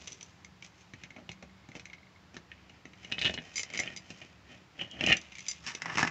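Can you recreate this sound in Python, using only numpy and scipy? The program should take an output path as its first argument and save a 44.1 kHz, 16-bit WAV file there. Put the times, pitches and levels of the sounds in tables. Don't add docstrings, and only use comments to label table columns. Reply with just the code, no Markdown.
import sys
import numpy as np
from scipy import signal
from scipy.fft import rfft, irfft
from scipy.io import wavfile
from scipy.ndimage import uniform_filter1d

SR = 44100
rng = np.random.default_rng(int(sys.argv[2]) if len(sys.argv) > 2 else 0)


def wav_out(sig):
    wavfile.write(sys.argv[1], SR, np.round(np.clip(np.atleast_2d(sig).T, -1, 1) * 32767).astype(np.int16))


N = 269229

# (time [s], thud level [dB], ring level [dB], tick level [dB], contact pitch [Hz])
PIN_CLICKS = [(.9356, -48, -46, -53.5, 1900), (1.0356, -53, -43.5, -48, 2270),
              (1.1041, -54, -46, -58, 2105), (1.1628, -48.5, -48.5, -62, 2200),
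              (1.2913, -44, -41, -43.5, 2850), (1.3156, -69, -45, -47, 2180),
              (1.425, -46, -51, -51.5, 2440), (1.6874, -48, -58, -57, 2200),
              (1.7165, -58, -49.5, -60, 2080), (1.7515, -48, -44.5, -51, 2660),
              (1.7959, -59, -46.5, -48.5, 2240), (1.8549, -63, -44, -48, 2210),
              (1.8984, -73, -47.5, -63, 2180), (1.9314, -62.5, -43, -55.5, 2210),
              (2.366, -43.5, -45, -46.5, 1810), (2.5157, -66, -41.5, -66, 1840),
              (2.6951, -60, -52.5, -59, 2860), (2.8532, -48.5, -46, -54.5, 1920),
              (2.9328, -62, -53, -62, 2180), (3.0466, -55, -43.5, -49, 2900)]
# (frequency [Hz], relative level [dB], ring time to -60 dB [s])
PIN_MODES = [(2116, 15.5, 0.024), (2246, 7.5, 0.07), (2980, -35, 0.015), (3880, 4, 0.021),
             (4200, -1.5, 0.036), (5730, -20, 0.022)]
BOLT_MODES = [(177, -21.5, 0.1), (217, -15.5, 0.25), (346, -10, 0.094), (1840, -3, 0.063), (1886, 1, 0.023),
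              (2190, -19.5, 0.19), (2370, 0.5, 0.05), (2462, 5, 0.06), (2660, -13, 0.033),
              (2750, -10.5, 0.12), (3070, -2.5, 0.049), (4070, -10, 0.068), (6330, -20.5, .05)]
KEY_MODES = [(2145, -1, .07), (2330, -8, .04), (3010, -12, .08), (4877, -5, .12), (5712, -14, .08),
             (6115, -1, .1), (6230, -7, .08), (7133, -7, .16), (10020, -14, .11), (11020, -19, .18)]
GRIT_MODES = [(166.7, -9, 0.35), (1110, 0, 0.024), (1840, -7, 0.025), (2380, -26, .03), (5400, -37, .03)]
# (frequency [Hz], relative level [dB per Hz])
BOLT_BODY = [(45, -3.5), (72, -4.5), (180, -1.5), (290, -2.5), (450, -8), (700, -3.5), (1000, -21.5),
             (1600, -12), (1900, -2.5), (3050, -8), (3500, -15.5), (4550, -17), (5100, -11.5),
             (6400, -13.5), (9000, -32)]
KEY_BODY = [(60, -33.5), (200, -0.5), (600, -4), (1600, -13.5), (2200, 1.5), (3400, -3.5), (4400, -3),
            (5400, 1), (6300, 3.5), (9000, -17)]
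GRIT_BODY = [(50, -14.5), (170, 4), (350, -2.5), (530, -8), (950, 0.5), (1400, -2), (1850, 4.5),
             (2800, -1.5), (3400, -15.5), (4400, -19), (5400, -11), (9000, -30.5)]


def amp(db):
    return 10 ** (np.asarray(db) / 20)


def unit(x):
    return x / np.sqrt(np.mean(x ** 2) + 1e-30)


def read(points, hz):
    f, value = np.transpose(points)
    return np.interp(np.log(hz + 1), np.log(f + 1), value)


def colour(x, points, size=2048):
    hz = abs(np.fft.fftfreq(size, 1 / SR))
    log_gain = np.log(amp(read(points, hz)))
    minimum_phase = np.exp(np.conj(signal.hilbert(log_gain)))
    taps = np.fft.ifft(minimum_phase).real[:size // 2]
    return signal.fftconvolve(np.atleast_2d(x), taps[None], axes=1)[:, :x.shape[-1]]


def split(x):
    # (low [Hz], high [Hz])
    band_edges = [(58, 1200), (1200, 3600), (3600, 15000)]
    filters = [signal.butter(4, edges, "band", fs=SR, output="sos") for edges in band_edges]
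    return [signal.sosfilt(sos, x) for sos in filters]


def add(mix, s, sound):
    part = mix[max(round(s * SR), 0):][:len(sound)]
    part += sound[:len(part)]


def ring(x, modes):
    t = np.arange(SR // 5) / SR
    response = np.zeros(len(t))
    for k, (hz, db, t60) in enumerate(modes):
        response += (-1) ** k * amp(db - 60 * t / t60) * np.sin(2 * np.pi * hz * t)
    return signal.oaconvolve(x, response)[:N]


def chatter(rows, gap_s, loss_db, contact_hz, scatter, uneven=.15):
    contacts = []
    for s, thud_db, ring_db, tick_db, rebounds in rows:
        for k, (late, spot) in enumerate(rng.uniform(-1, 1, (round(rebounds) + 1, 2))):
            delay = gap_s * (k + uneven * late * (k > 0))
            loss = k * loss_db
            pitch = contact_hz * (1 + scatter * spot)
            contacts.append((s + delay, thud_db - loss, ring_db - loss, tick_db - loss, pitch))
    return contacts


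def blows(rows, modes, body, rise_s, crack_t60, rattle_db, rattle_t60, modes_db, contact_db, contact_t60,
          freedom=((0, 1),), size=7000):
    rows, t = np.array(rows), np.arange(size) / SR
    times, contact_hz = rows[:, 0], rows[:, 4:]
    hz, db, t60 = np.transpose(modes)
    chance = rng.standard_normal((len(rows), size + 2 * len(hz)))
    grain, weight, place = np.split(chance, [size, size + len(hz)], axis=1)

    noise_decay = amp(-60 * t / crack_t60) + amp(rattle_db - 60 * t / rattle_t60)
    sounds = colour(grain * noise_decay, body)
    sounds += amp(contact_db - 60 * t / contact_t60) * np.sin(2 * np.pi * contact_hz * t)

    waves = np.sin(2 * np.pi * hz[:, None] * t)
    shares = np.sign(place) * amp(modes_db + db + 2 * weight)
    for s, sound, share in zip(times, sounds, shares):
        free = np.maximum(np.interp(s + t, *np.transpose(freedom)), .1)
        age = np.cumsum(1 / free) / SR
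        decay = np.exp(-np.log(1000) * age / t60[:, None])
        sound += free[0] * share @ (waves * decay)
    sounds *= 1 - np.exp(-(t / rise_s) ** 2)

    out = np.zeros(N)
    attacks = (SR // 100, SR // 200, SR // 200)
    for band, levels_db, attack in zip(split(sounds), rows[:, 1:4].T, attacks):
        strength = amp(levels_db) / band[:, :attack].std(axis=1)
        for s, gain, sound in zip(times, strength, band):
            add(out, s, gain * sound)
    return out


def rub(strokes, body, modes, slips_per_s, spread_db, clump_db, modes_db):
    clumps = unit(uniform_filter1d(rng.standard_normal(N), size=250))
    uneven_db = spread_db * np.minimum(rng.exponential(1, N), 3)
    sizes = amp(uneven_db + clump_db * np.clip(clumps, -2, 2))
    slips = rng.choice([-1., 1.], N) * sizes * (rng.random(N) < slips_per_s / SR)
    texture = unit(colour(slips, body)[0]) + amp(modes_db) * unit(ring(slips, modes))
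    bands = np.array([unit(band) for band in split(texture)])

    t, power = np.arange(N) / SR, np.zeros((len(bands), N))
    stroke_range_db = 19
    for peak_s, rise_s, fall_s, *levels_db in strokes:
        away = np.maximum((peak_s - t) / rise_s, (t - peak_s) / fall_s)
        sliding = away < 2
        power[:, sliding] += np.outer(amp(levels_db), amp(-stroke_range_db * away[sliding])) ** 2
    return (bands * np.sqrt(power)).sum(0)


def pins():
    # (frequency [Hz], relative level [dB per Hz])
    pin_body = [(50, -25), (100, -1), (280, -1), (550, -8.5), (1200, -13.5), (1900, -0.5), (2500, 7),
                (3300, -6.5), (4500, -13.5), (6200, -4.5), (9000, -33)]
    return blows(PIN_CLICKS, PIN_MODES, pin_body, rise_s=0.00057, crack_t60=0.013, rattle_db=-8.5,
                 rattle_t60=0.074, modes_db=-21.5, contact_db=-6, contact_t60=0.036)


def fidget(start_s, end_s, ticks_per_s):
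    t = np.arange(N) / SR
    ticks = rng.uniform(0.27, 1, N) * (rng.random(N) < ticks_per_s / SR)
    ticks *= (t > start_s) * (t < end_s)
    return ring(ticks, PIN_MODES)


def cylinder():
    # (time [s], thud level [dB], ring level [dB], tick level [dB], rebounds [count])
    clack_rows = [(3.1156, -59, -38.5, -52, 0), (3.1215, -42.5, -30, -33, 0), (3.182, -42.5, -32, -47, 0),
                  (3.1898, -59, -48, -33.5, 0), (3.214, -45, -31, -33.5, 2), (3.246, -39, -29.5, -32.5, 0),
                  (3.2525, -37, -24.5, -32, 4), (3.2952, -36, -32, -44, 0), (3.339, -47.5, -44, -40.5, 1),
                  (3.3759, -44, -34, -63, 0), (3.386, -44, -37, -54, 0)]
    # (frequency [Hz], relative level [dB], ring time to -60 dB [s])
    cylinder_modes = [(165, -18.5, 0.094), (330, -18.5, 0.06), (1815, -2, 0.072), (2572, -2, 0.11),
                      (2860, -0.5, 0.11), (2960, -1.5, 0.12), (2880, 0.5, 0.074), (3200, -19.5, 0.053),
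                      (3440, -19, .03), (4110, -6, .035)]
    # (frequency [Hz], relative level [dB per Hz])
    cylinder_body = [(50, -6.5), (140, -5), (350, -6), (700, -10), (1200, -21), (1850, -0.5), (2300, 2.5),
                     (2950, 1.5), (4100, -2), (4500, -12), (6000, -17), (9000, -32)]
    clacks = chatter(clack_rows, gap_s=.0062, loss_db=2.0, contact_hz=2923, scatter=0.055)
    sound = blows(clacks, cylinder_modes, cylinder_body, rise_s=.0007, crack_t60=.013, rattle_db=-14,
                  rattle_t60=.05, modes_db=-21, contact_db=-11, contact_t60=.028)
    return sound, clacks


def bolt():
    # (time [s], thud level [dB], ring level [dB], tick level [dB], rebounds [count, rounded])
    knock_rows = [(3.8336, -51, -39, -45, 0), (3.8742, -49, -34, -65, 0), (4.103, -46.5, -47, -45, 0),
                  (4.215, -54, -44.5, -58, 0), (4.7929, -53, -38.5, -61, 0), (4.811, -48, -38.5, -55, 1),
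                  (5.0082, -37.5, -26, -40.5, 0), (5.0379, -32.5, -27.5, -36.5, 0.5),
                  (5.0626, -55, -27, -28.5, 0), (5.071, -30.5, -24.5, -39, 0), (5.0847, -41, -25.5, -37, 1),
                  (5.0982, -31, -22.5, -37, 1), (5.1183, -41, -17, -45, 0), (5.1244, -36.5, -15, -29.5, 0)]
    knocks = chatter(knock_rows, gap_s=.0075, loss_db=0.5, contact_hz=2810, scatter=.08)
    sound = blows(knocks, BOLT_MODES, BOLT_BODY, rise_s=0.00096, crack_t60=0.019, rattle_db=-15.0,
                  rattle_t60=0.054, modes_db=-23, contact_db=-8.5, contact_t60=0.024)
    return sound, knocks


def lock_rub():
    # (peak time [s], rise [s], fall [s], thud level [dB], ring level [dB], tick level [dB])
    lock_strokes = [(1.035, 0.09, 0.035, -60, -51.5, -61), (1.19, 0.053, 0.081, -48, -59, -71),
                    (1.765, .03, 0.026, -47, -49, -50.5), (2.347, 0.013, 0.034, -47, -53, -54.5),
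                    (2.55, 0.11, 0.29, -66, -59, -76), (2.72, .2, 0.35, -62.5, -61.5, -74),
                    (3.06, .15, 0.089, -61, -53.5, -58.5), (3.14, 0.11, 0.27, -47.5, -48, -59),
                    (3.27, 0.12, .09, -45, -40.5, -43.5), (3.44, 0.19, 0.32, -55.5, -52, -57),
                    (3.83, .22, 0.17, -44, -39, -49.5), (4.11, 0.11, 0.15, -55, -50.5, -53),
                    (4.23, 0.067, 0.14, -55, -51, -58), (4.51, 0.063, 0.12, -51.5, -49.5, -58.5),
                    (4.82, 0.053, 0.059, -42, -41, -52), (5.03, 0.12, .08, -39, -42, -54),
                    (5.1, 0.066, 0.075, -45, -25.5, -45)]
    return rub(lock_strokes, BOLT_BODY, BOLT_MODES, slips_per_s=1800, spread_db=2.5, clump_db=4, modes_db=-6.5)


def level_curve(s, db):
    t = np.arange(N) / SR
    outside = np.maximum(np.maximum(s[0] - t, t - s[-1]), 0)
    return amp(np.interp(t, s, db)) * np.exp(-np.minimum(outside / .015, 30))


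def squeak():
    # (time [s], level [dB])
    squeak_levels = [(4.77, -86), (4.796, -36.5), (4.814, -33.5), (4.888, -61), (4.912, -42), (4.986, -56),
                     (5.0, -38.5)]
    # (frequency [Hz], relative level [dB], ring time to -60 dB [s])
    squeak_modes = [(2850, -3, 0.024), (2985, -1.5, .045), (3130, -6, .035), (3220, -3.5, .025)]
    slips = rng.uniform(0.46, 1, N) * (rng.random(N) < 900 / SR)
    return unit(ring(slips, squeak_modes)) * level_curve(*np.transpose(squeak_levels))


def door(knocks):
    # (frequency [Hz], relative level [dB], ring time to -60 dB [s])
    door_modes = [(72.3, -13, 0.28), (81, -8.5, 0.14), (111, -6, 0.11), (161.9, 0, 0.21), (194, -1.5, 0.18),
                  (236.3, -10, 0.14), (332.6, -2.5, 0.13)]
    pushes = np.zeros(N)
    for s, thud_db, *_ in knocks:
        pushes[round(s * SR)] += amp(thud_db) * rng.choice([-1, 1])
    return ring(pushes, door_modes)


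def key_freedom():
    # (start [s], end [s], factor on ring and ring time)
    key_swings = [(3.54, 3.622, 0.75), (3.762, 3.99, .55), (5.48, 5.506, 0.82)]
    held = 0.27
    points = [(0, held)]
    for start, end, free in key_swings:
        points += [(start - .015, held), (start, free), (end, free), (end + .015, held)]
    return points


def key_tips(contacts, tip_hz):
    return [(s, thud_db, ring_db, tick_db, tip_hz if tick_db > ring_db else hz)
            for s, thud_db, ring_db, tick_db, hz in contacts]


def keys():
    # (time [s], thud level [dB], ring level [dB], tick level [dB], rebounds [count, rounded])
    clink_rows = [(.073, -59, -46, -40.5, 0), (.0776, -70, -44.5, -43, 0), (.12, -62, -54, -42, 1),
                  (.209, -72, -49, -48, 0.23), (.2276, -63, -54, -41.5, 0), (.4464, -66, -46, -49, 0),
                  (.6236, -69, -43, -53, 0), (3.5564, -58, -41.5, -33.5, 1), (3.5789, -56, -31, -32.5, 0),
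                  (3.5935, -54, -33.5, -35.5, 0), (3.6325, -53, -39.5, -40.5, 0),
                  (3.7008, -53, -43.5, -52, 0), (3.7368, -50.5, -35.5, -46, 2),
                  (3.7741, -53, -33.5, -34, 0), (3.7903, -48, -27, -37, 0.56), (3.7971, -47, -53, -30.5, 0),
                  (3.9627, -58.5, -44.5, -41, 1), (5.1682, -58, -40, -36, 0), (5.3526, -71, -43.5, -49, 0),
                  (5.3831, -67, -43, -47, 1), (5.4044, -70, -49, -44.5, 0), (5.4643, -69, -45, -47, 0),
                  (5.483, -67, -47, -28, 0), (5.5118, -63, -43, -34, 0), (5.749, -48.5, -39, -36.5, 0)]
    clinks = chatter(clink_rows, gap_s=0.009, loss_db=1.0, contact_hz=2197, scatter=0.067)
    clinks = key_tips(clinks, tip_hz=6020)
    return blows(clinks, KEY_MODES, KEY_BODY, rise_s=.0008, crack_t60=.012, rattle_db=-11, rattle_t60=.05,
                 modes_db=-6, contact_db=-5, contact_t60=.028, freedom=key_freedom())


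def key_rub():
    # (peak time [s], rise [s], fall [s], thud level [dB], ring level [dB], tick level [dB])
    key_strokes = [(.01, 0.39, 0.36, -56, -51.5, -51), (.645, .03, 0.055, -70, -52, -52.5),
                   (.81, 0.12, 0.12, -70, -58.5, -60), (3.595, 0.058, 0.044, -55, -42.5, -35.5),
                   (5.27, 0.44, 0.36, -62.5, -49, -60.5), (5.5, 0.22, 0.15, -71, -47.5, -49.5)]
    return rub(key_strokes, KEY_BODY, KEY_MODES, slips_per_s=2500, spread_db=4.0, clump_db=4.5, modes_db=-8.0)


def key_ring(top_hz, travel_s, peak_s):
    # (time [s], level [dB])
    ring_snaps = [(3.115, -43), (3.1954, -35), (3.339, -31), (3.3424, -28.5), (3.6316, -21), (3.7359, -30),
                  (4.9126, -35.5), (5.1682, -32), (5.2143, -33.5), (5.5114, -30)]
    t, out = np.arange(SR // 50) / SR, np.zeros(N)
    hz = top_hz / (1 + t / travel_s) ** 2
    envelope = t / peak_s * np.exp(1 - t / peak_s)
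    zip_sound = np.sin(2 * np.pi * np.cumsum(hz) / SR) * envelope
    for s, db in ring_snaps:
        add(out, s, amp(db) * zip_sound)
    return out


def shoe():
    # (time [s], thud level [dB], ring level [dB], tick level [dB], rebounds [count, rounded])
    scuff_rows = [(5.6642, -54.5, -41.5, -37.5, 1), (5.8187, -50, -32.5, -36.5, 0.39),
                  (5.8567, -38.5, -35, -42.5, 0), (5.8968, -46, -33.5, -56, 0),
                  (5.9724, -33.5, -28.5, -33, 2), (6.002, -38, -42, -33.5, 0), (6.0282, -26, -22.5, -31, 0),
                  (6.0731, -45, -30, -39, 0.014)]
    scuffs = chatter(scuff_rows, gap_s=.009, loss_db=-1.1, contact_hz=1860, scatter=0.13)
    return blows(scuffs, GRIT_MODES, GRIT_BODY, rise_s=0.00062, crack_t60=0.022, rattle_db=-4,
                 rattle_t60=0.038, modes_db=-24, contact_db=-2.5, contact_t60=0.036)


def sole_rub():
    # (peak time [s], rise [s], fall [s], thud level [dB], ring level [dB], tick level [dB])
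    sole_strokes = [(5.69, 0.064, 0.099, -47.5, -41.5, -40), (5.9, .1, 0.18, -42.5, -40, -51.5),
                    (5.995, 0.1, 0.14, -34.5, -33.5, -37.5)]
    return rub(sole_strokes, GRIT_BODY, GRIT_MODES, slips_per_s=2000, spread_db=3.5, clump_db=3.5, modes_db=-10.5)


def porch(x):
    # (frequency [Hz], decay time to -60 dB [s])
    porch_decay = [(100, 0.11), (260, 0.28), (700, 0.26), (2000, 0.14), (5000, 0.14), (12000, 0.097)]
    taps = rng.standard_normal(SR // 2) * (rng.random(SR // 2) < 3000 / SR)
    taps[:SR // 200] = 0
    hz, t, z = signal.stft(taps, SR, nperseg=256)
    decay = amp(-60 * t / read(porch_decay, hz)[:, None])
    tail = signal.istft(z * decay, SR, nperseg=256)[1]
    return signal.fftconvolve(x, tail / np.linalg.norm(tail))[:N]


def outdoors():
    # (frequency [Hz], relative level [dB per Hz])
    air_spectrum = [(25, -27), (45, -28.5), (66, 3.5), (105, 2.5), (170, -3.5), (240, -9), (320, -5.5),
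                    (450, -12.5), (800, -10), (1350, -12), (2200, -14), (3500, -18.5), (5000, -21),
                    (7400, -28), (8400, -46), (15500, -44.5)]
    # (frequency [Hz], level [dB], width [Hz])
    hum_bands = [(66.8, -79.5, 3.7), (166.3, -71.5, 3.9), (189, -66.5, 5.9)]
    hz = np.fft.rfftfreq(N, 1 / SR)
    air_noise = rfft(rng.standard_normal(N)) * amp(read(air_spectrum, hz))
    background = amp(-60) * unit(irfft(air_noise, N))
    noise = rfft(rng.standard_normal(N))
    for f, db, width in hum_bands:
        background += amp(db) * unit(irfft(noise * np.exp(-((hz - f) / width) ** 2), N))
    return background


def scene():
    # (frequency [Hz], gain [dB])
    microphone = [(20, 0), (7300, -2), (7900, -5), (8450, -22.5), (11000, -22), (12000, -38.5),
                  (15500, -24)]
    cylinder_sound, clacks = cylinder()
    bolt_sound, knocks = bolt()
    near = pins() + cylinder_sound + bolt_sound + keys() + shoe()
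    near += amp(-3) * lock_rub() + amp(-3.5) * key_rub() + amp(-1) * sole_rub()
    near += amp(-3.5) * squeak() + amp(-5.5) * door([*PIN_CLICKS, *clacks, *knocks])
    near += amp(-7.0) * key_ring(top_hz=8200, travel_s=0.00713, peak_s=0.001)
    near += amp(-63) * fidget(start_s=1.0, end_s=2.3, ticks_per_s=12)
    with_porch = near + amp(-11.5) * porch(near)
    return (colour(with_porch, microphone)[0] + outdoors())[None]


def record(dry):
    low_pass = signal.firwin(511, 15700, window=("kaiser", 9), fs=SR)
    return signal.oaconvolve(dry, low_pass[None], "same")


dry = scene()
out = record(dry)
wav_out(out)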